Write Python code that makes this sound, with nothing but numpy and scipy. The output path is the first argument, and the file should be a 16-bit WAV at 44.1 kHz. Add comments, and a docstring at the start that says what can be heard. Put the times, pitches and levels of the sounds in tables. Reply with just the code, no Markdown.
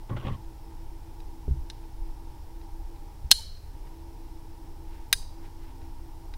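"""Knocks and a soft scrape come first: a steel carabiner is slid off a car's bonnet and clipped to a rope.
Its gate ticks once and snaps shut twice: each contact is a blow, a crack of noise and damped steel modes.
Gravel returns one echo and a wood a diffuse tail; thuds are decaying low modes, the rope is shaped noise.
Beneath lie a machine hum of beating tones and resonant noise, a low rumble of air and a little hiss."""
import sys
import numpy as np
from scipy import signal
from scipy.fft import rfft, irfft
from scipy.io import wavfile

SR = 44100
rng = np.random.default_rng(int(sys.argv[2]) if len(sys.argv) > 2 else 0)


def dump(signal):
    """Clip the signal to [-1, 1] and save it as 16-bit WAV at the path in sys.argv[1]."""
    limited = np.clip(np.atleast_2d(signal).T, -1, 1)
    pcm = np.round(limited * 32767).astype(np.int16)
    wavfile.write(sys.argv[1], SR, pcm)


N = 281269
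T = np.arange(N) / SR

# Modes of the carabiner. Each row: frequency in Hz, t60 in seconds,
# relative level in dB in the open hand, relative level in dB in the closed grip.
STEEL_MODES = [(748, 0.018, -27.5, -34), (1186, .02, -36.5, -30.5), (1599, .03, -29, -21.5),
               (1855, 0.024, -25, -19.5), (2030, 0.03, -20.5, -26), (2450, 0.012, -26.5, -11.5),
               (2820, 0.015, -22, -17), (3007, 0.024, -4, -27.5), (3340, 0.02, -8.5, -24),
               (3690, .024, -6.5, -16), (3938, 0.036, -7, -11.5), (4175, 0.027, 0.5, -21),
               (4384, 0.021, 0, -24), (4780, 0.017, -16.5, -12.5), (4980, 0.03, -17, -15),
               (5350, 0.026, -8, -22), (5863, .02, -6, -27.5), (6270, 0.024, -15, -20.5),
               (6590, .02, -15, -21), (7780, 0.029, -14.5, -21.5), (7770, 0.024, -8.5, -20),
               (8760, .02, -18, -21.5), (9180, .024, -19.5, -14.5), (9406, 0.0234, -13.5, -17),
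               (10350, 0.041, -19.5, -16), (11056, .016, -12.5, -27), (12250, 0.012, -20, -25.5),
               (13460, 0.02, -19.5, -29.5), (13380, .02, -25.5, -22.5), (15140, 0.014, -30, -15)]
# Bending modes that ring on long in the open hand; a closed grip quiets them. Each row: frequency in Hz,
# relative level in dB, t60 in seconds.
SINGING_MODES = [(3940, -48, 0.6), (4170, -41, 0.55), (4280, -40, 0.52), (4365, -43, .5)]
# Gate contacts. Each row: start in seconds, strength in relative dB,
# grip from 0 (open) to 1 (closed), contact softness as a low-pass cutoff in Hz.
GATE_CONTACTS = [(1.6996, -23.5, 0.65, 4900), (3.3087, -25, 0, 10100), (3.3135, 2.8, 0.16, 20000),
                 (5.1277, -0.5, 0.98, 20000), (5.1331, -17, 1, 20000)]
# Light touches of rope and fingers on the metal. Each row: start in seconds, strength in relative dB,
# contact softness as a low-pass cutoff in Hz.
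LIGHT_TOUCHES = [(.447, -48, 3500), (1.203, -42, 5000), (1.838, -46, 3000), (2.614, -46, 4000),
                 (2.96, -44.5, 3000), (3.572, -44.5, 4000), (4.932, -43, 2200), (5.227, -45, 4000),
                 (5.452, -43, 2200), (5.816, -39, 2400), (6.338, -26.5, 2600)]

# Modes of the bonnet sheet. Each row: frequency in Hz, relative level in dB, t60 in seconds.
BONNET_MODES = [(63.6, -2, .25), (94, 1, 0.345), (120.7, 6.5, 0.33), (141, -11, 0.54), (200, -2.5, 0.23),
                (260.7, -6, 0.22), (363, -7, 0.063), (537, -7, 0.045), (804, -29, 0.098),
                (1100, -19, 0.019)]
# Knocks on the bonnet. Each row: start in seconds, relative level in dB.
BONNET_KNOCKS = [(0.097, -39), (.108, -29.5), (.142, -35), (0.249, -34), (.268, -30.5), (.306, -32)]
# Resonances of the scrape. Each row: frequency in Hz, bandwidth in Hz, relative level in dB.
SCRAPE_RESONANCES = [(141, 46, -3.5), (316, 110, -1), (530, 145, -5.5), (820, 86, -5), (1080, 120, -2.5),
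                     (1430, 300, -7.5), (1840, 420, -8.5), (2870, 980, -12), (4490, 5600, -30)]
# Strokes of steel over paint: a skid, the drag and a short, lighter last push. # Each row: start in seconds,
# hold in seconds, level in dB.
SLIDE_STROKES = [(.096, 0.014, -42), (.168, .12, -41.5), (.25, 0.01, -44.5)]
SLIDE_ATTACK_S, SLIDE_RELEASE_S = 0.0074, 0.096
SHEET_DRONE_DB = -2.5  # the bonnet's modes under the scrape, relative to the scrape

# Modes of a dull handling bump. Each row: frequency in Hz, relative level in dB, t60 in seconds.
THUD_MODES = [(58.4, -2, .26), (69, 0.5, 0.19), (132, -7.5, .25), (230, -12.5, .12), (390, -8.5, 0.065)]
# Dull bumps. Each row: start in seconds, relative level in dB, softness as a low-pass cutoff in Hz.
DULL_BUMPS = [(1.48, -24, 900), (1.508, -19.5, 115), (1.579, -32, 65), (3.244, -28.5, 90)]

# Spectrum of the rope fibres. Each row: frequency in Hz, relative level in dB.
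ROPE_SPECTRUM = [(600, -2), (1800, 3.5), (4000, -5), (9000, -18)]
# Pulls of rope through the hands. Each row: start in seconds, hold in seconds, level in dB.
ROPE_PULLS = [(4.89, 0.14, -64), (5.44, 0.018, -60), (5.63, 0.066, -62.5), (5.83, .06, -67)]
PULL_ATTACK_S, PULL_RELEASE_S = 0.044, 0.05
# Faint rustle of the fingers, present throughout.
FIDGET_DB, FIDGET_SWING_DB, FIDGETS_PER_S = -78, 4.5, 14

# Echo of the trees. Each row: frequency in Hz, relative level in dB, t60 in seconds.
WOOD_ECHO = [(302, -13, .4), (1502, -12, .45), (3160, -9, .48), (4300, 1, 0.59), (5972, -0.5, 0.42),
             (9200, 1.5, 0.34), (15000, -7, .31)]

# Resonances of the machine hum. Each row: frequency in Hz, half-width in Hz, level in dB outside the lulls.
HUM_RESONANCES = [(266.8, 2.2, -66.5), (311, 19, -63.5), (385.6, 3.5, -71), (453, 4.9, -71),
                  (804, 3, -70.5), (857, 62, -62.5), (944, 40, -66.5)]
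# Lulls in the hum. Each row: start in seconds, hold in seconds,
# change of the main tone in dB, change of the weaker resonances in dB.
HUM_LULLS = [(3.17, 0.51, -19, -3), (3.43, 0.15, 1, -10.5), (5.132, 0.095, -22, -1), (6.32, .06, -8, 0)]
LULL_FALL_S, LULL_RETURN_S = 0.12, 0.099
BLIP_S, BLIP_HZ, BLIP_DB, BLIP_RAMP_S = 3.395, 900, -46, 0.015  # one faint blip in the hum

# Spectrum of the air rumble. Each row: frequency in Hz, relative level in dB.
RUMBLE_SPECTRUM = [(20, 3.5), (30, 1.5), (45, -7), (70, -8), (120, -18), (170, -27), (260, -33.5),
                   (420, -32.5), (700, -42), (1200, -78.5)]
# Gusts that lift the rumble. Each row: start in seconds, hold in seconds, rise in dB.
RUMBLE_GUSTS = [(1.58, .08, 6), (1.99, 0.11, 9), (2.73, .08, 7.5)]
GUST_RAMP_S, GUST_TOP_HZ = 0.047, 45
# Spectrum of the hiss. Each row: frequency in Hz, relative level in dB.
HISS_SPECTRUM = [(500, 3.5), (700, 10.5), (1200, 5), (1700, 1), (2600, -1), (4500, -2), (5350, 1.5),
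                 (6300, -5), (10000, -5), (15500, -5.5)]
HISS_DB = -60.5  # rms
CUTOFF_HZ = 15700  # upper limit of the whole sound


def from_db(db):
    """Decibels as an amplitude ratio: 20 dB is a factor of ten."""
    return 10 ** (np.asarray(db) / 20)


def rms_one(x):
    """Normalization to unit root mean square."""
    return x / np.sqrt(np.mean(x ** 2) + 1e-20)


def at_hz(points, hz, axis=1):
    """Interpolation of a table column along logarithmic frequency."""
    points = np.array(points)
    return np.interp(np.log(np.maximum(hz, 1)), np.log(points[:, 0]), points[:, axis])


def cut(x, hz, kind, order=2):
    """Butterworth filtering, maximally flat in the pass band."""
    sections = signal.butter(order, np.clip(hz, 10, .47 * SR), kind, fs=SR, output="sos")
    return signal.sosfilt(sections, x + 1e-18)


def resonant(x, hz, width_hz):
    """Resonance as a pass band about its centre frequency; rms 1."""
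    return rms_one(cut(x, [hz - width_hz / 2, hz + width_hz / 2], "band"))


def coloured(x, spectrum):
    """Spectral shaping: each frequency component is weighted by a level curve; rms 1."""
    gain = from_db(at_hz(spectrum, np.fft.rfftfreq(N, 1 / SR)))
    return rms_one(irfft(rfft(x) * gain, N))


def drift(rate):
    """Slow random variation: straight lines between normal values of unit spread, rate per second."""
    knots = rng.standard_normal(int(N / SR * rate) + 2)
    return np.interp(T * rate, np.arange(len(knots)), knots)


def ring(t, hz, t60):
    """Free decay of a struck mode: a sine that falls 60 dB in t60 seconds."""
    return np.sin(2 * np.pi * hz * t) * from_db(-60 * t / t60)


def swell(start, hold_s, attack_s, release_s):
    """Raised-sine envelope: it reaches 1 at the start, holds, then falls to 0."""
    ramp = np.minimum((T - start) / attack_s, (start + hold_s - T) / release_s)
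    return np.sin(np.pi / 2 * np.clip(1 + ramp, 0, 1)) ** 2


def strokes(rows, attack_s, release_s):
    """Incoherent addition: where rubbing strokes overlap, their powers add."""
    power = sum((from_db(db) * swell(s, hold_s, attack_s, release_s)) ** 2 for s, hold_s, db in rows)
    return np.sqrt(power)


def add(out, s, sound):
    """Superposition of a sound that starts at s seconds."""
    start = max(round(s * SR), 0)
    out[start:start + len(sound)] += sound[:N - start]


def steel_modes(t, grip, scatter_db=2.0, twin_db=-4, twin_spread=0.026, paired_hz=4500):
    """Modal superposition: damped steel modes of alternating polarity, weighted in dB by the grip."""
    modes = 0
    for k, (hz, t60, open_db, closed_db) in enumerate(STEEL_MODES):
        level_db = open_db + grip * (closed_db - open_db) + scatter_db * rng.standard_normal()
        mode = ring(t, hz, t60)
        if hz > paired_hz:  # the loop also bends out of its plane, so high modes come in pairs that share the blow
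            twin_hz = hz * (1 + twin_spread * rng.choice([-1, 1]) * rng.uniform(0.53, 1))
            pair = mode - from_db(twin_db) * ring(t, twin_hz, t60)
            mode = pair / np.hypot(1, from_db(twin_db))
        modes = modes + (-1) ** k * from_db(level_db) * mode
    return modes


def clink(grip, soft_hz, modes_db, crack_db=-6, crack_grip_db=-4.5, crack_t60=0.012, blow_db=-5):
    """Impact excitation: a blow, the gate's chatter and ringing modes; a softer contact passes less treble."""
    t = T[:SR // 8]
    modes = steel_modes(t, grip)
    blow = from_db(blow_db) * cut(ring(t, 2500, 0.00066), 890, "high")
    bright = cut(rng.standard_normal(len(t)), 1700, "high")
    chatter = rms_one(cut(bright, 7500, "low", order=1))
    crack = chatter * from_db(crack_db + grip * crack_grip_db - 60 * t / crack_t60)
    return cut(blow + crack + from_db(modes_db) * modes, soft_hz, "low")


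def carabiner(modes_db, grip_damps_db=-30, waver_db=1.0, palm_hz=375, palm_db=-25, palm_t60=.012):
    """Contact damping: a closed grip quiets the singing modes of the gate snaps; soft touches are added."""
    out, t = np.zeros(N), T[:SR]
    for s, level_db, grip, soft_hz in GATE_CONTACTS:
        add(out, s, from_db(level_db) * clink(grip, soft_hz, modes_db))
        # in the open hand the loop sings on faintly, wavering as it turns
        sing = sum(from_db(db + waver_db * drift(90)[:SR]) * ring(t, hz, t60) for hz, db, t60 in SINGING_MODES)
        add(out, s, from_db(level_db + modes_db + grip * grip_damps_db) * sing)
        # and kicks against the palm
        add(out, s, from_db(level_db + palm_db) * (1 - grip) * ring(t, palm_hz, palm_t60))
    for s, level_db, soft_hz in LIGHT_TOUCHES:
        add(out, s, from_db(level_db) * clink(1, soft_hz, modes_db))
    return out


def ground(x, delay_s=.0062, echo_db=-10, dull_hz=8000):
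    """Specular reflection: the direct sound and one delayed, duller echo off the gravel."""
    echo = np.interp(T - delay_s, T, x)
    return x + from_db(echo_db) * cut(echo, dull_hz, "low", order=1)


def trees(x, echo_db=-22.5, build_s=0.018):
    """Diffuse scattering: echoes from many trunks build up as noise and die band by band."""
    t, edges, scatter = T[:SR], np.geomspace(250, 16000, 13), 0
    for low, high in zip(edges, edges[1:]):
        hz = np.sqrt(low * high)
        fade_db = at_hz(WOOD_ECHO, hz) - 60 * t / at_hz(WOOD_ECHO, hz, axis=2)
        scatter = scatter + cut(rng.standard_normal(len(t)), [low, high], "band") * from_db(fade_db)
    scatter = scatter * (1 - np.exp(-t / build_s))
    return from_db(echo_db) * signal.fftconvolve(x, scatter / np.linalg.norm(scatter))[:N]


def bonnet_knocks(knocks_db=-3):
    """Impulse response of a sheet: each knock sets off its damped modes with random polarity."""
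    out, t = np.zeros(N), T[:SR // 2]
    for s, knock_db in BONNET_KNOCKS:
        for hz, db, t60 in BONNET_MODES:
            level = from_db(knocks_db + knock_db + db + rng.normal(0, 0.93))
            add(out, s, level * rng.choice([-1, 1]) * ring(t, hz, t60))
    return out


def bonnet_scrape(grain_db=2.5, swell_db=3.5, slips_per_s=4000):
    """Stick-slip friction: tiny random slips drive resonances that swell as the contact moves, and the sheet."""
    t = T[:SR // 2]
    slips = (rng.random(N) < slips_per_s / SR) * rng.standard_normal(N)
    slips = slips * from_db(grain_db * drift(118))
    scrape = 0
    for hz, width_hz, db in SCRAPE_RESONANCES:
        scrape = scrape + from_db(db + swell_db * drift(35)) * resonant(slips, hz, width_hz)
    pressure = strokes(SLIDE_STROKES, SLIDE_ATTACK_S, SLIDE_RELEASE_S)
    sheet = sum(from_db(db) * ring(t, hz, t60) for hz, db, t60 in BONNET_MODES)
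    drone = signal.fftconvolve(pressure * rms_one(slips), sheet / np.linalg.norm(sheet))[:N]
    return pressure * rms_one(scrape) + from_db(SHEET_DRONE_DB) * drone


def bumps():
    """Low-frequency impact: soft thuds swing a few times; the softer the contact, the duller."""
    out = np.zeros(N)
    body = sum(from_db(db) * ring(T[:SR // 2], hz, t60) for hz, db, t60 in THUD_MODES)
    for s, level_db, soft_hz in DULL_BUMPS:
        add(out, s, from_db(level_db) * cut(body, soft_hz, "low"))
    return out


def rope(grain_db=2.5):
    """Fibre friction as grainy noise: fibres catch and let go in each pull, and faintly all the time."""
    grain = rng.standard_normal(N) * from_db(grain_db * drift(100))
    fibres = coloured(grain, ROPE_SPECTRUM)
    fidget = from_db(FIDGET_DB + FIDGET_SWING_DB * drift(FIDGETS_PER_S))
    pulls = strokes(ROPE_PULLS, PULL_ATTACK_S, PULL_RELEASE_S)
    return np.hypot(pulls, fidget) * fibres


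def hum(main_hz=329, waver_hz=2.2, main_db=-57.0, partner_db=-5, beat_per_s=5, beat_waver_per_s=3):
    """Beating: a wavering tone meets a weaker partner, among resonant noise; the lulls shift both levels."""
    tone_db, rest_db = main_db, 0
    for s, hold_s, tone_change_db, rest_change_db in HUM_LULLS:
        lull = swell(s, hold_s, LULL_FALL_S, LULL_RETURN_S)
        tone_db = tone_db + tone_change_db * lull
        rest_db = rest_db + rest_change_db * lull
    phase = 2 * np.pi * np.cumsum(main_hz + waver_hz * drift(8.2)) / SR
    beat = 2 * np.pi * np.cumsum(beat_per_s + beat_waver_per_s * drift(5)) / SR
    pair = np.sin(phase) + from_db(partner_db) * np.sin(phase + beat)
    tone = np.sqrt(2) * from_db(tone_db) * pair  # the root of 2 makes main_db the rms of the main sine
    f = np.fft.rfftfreq(N, 1 / SR)
    shape = sum(from_db(db) * rms_one(1 / (1 + ((f - hz) / width_hz) ** 2))
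                for hz, width_hz, db in HUM_RESONANCES)
    resonances = irfft(rfft(rng.standard_normal(N)) * shape, N)
    blip = from_db(BLIP_DB) * swell(BLIP_S, 0, BLIP_RAMP_S, BLIP_RAMP_S) * np.sin(2 * np.pi * BLIP_HZ * T)
    return tone + blip + from_db(rest_db) * resonances


def air(rumble_db=-37.0):
    """Broadband flow noise: a low rumble whose deepest part swells in the gusts, and an even hiss."""
    rumble = from_db(rumble_db) * cut(coloured(rng.standard_normal(N), RUMBLE_SPECTRUM), 11, "high")
    rise_db = sum(db * swell(s, hold_s, GUST_RAMP_S, GUST_RAMP_S) for s, hold_s, db in RUMBLE_GUSTS)
    low_pass = 1 / (1 + (np.fft.rfftfreq(N, 1 / SR) / GUST_TOP_HZ) ** 4)
    deep = irfft(rfft(rumble) * low_pass, N)
    hiss = from_db(HISS_DB) * coloured(rng.standard_normal(N), HISS_SPECTRUM)
    return rumble + (from_db(rise_db) - 1) * deep + hiss


def scene():
    """Superposition of all sources, identical in both channels."""
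    near = ground(carabiner(modes_db=-0.5))
    # the crack spreads in all directions, the ring more narrowly, so the trees get weaker modes
    far = trees(carabiner(modes_db=-5.0))
    bonnet = bonnet_knocks() + bonnet_scrape()
    mono = near + far + bonnet + bumps() + rope() + hum() + air()
    return np.array([mono, mono])


def record(dry, top=1.0):
    """Saturation and band limiting: the loudest snap overloads the input, and the top is cut."""
    clipped = dry / (1 + (dry / top) ** 4) ** (1 / 4)
    low_pass = signal.ellip(10, .1, 80, CUTOFF_HZ, fs=SR, output="sos")
    return signal.sosfilt(low_pass, clipped)


dry = scene()
out = record(dry)
dump(out)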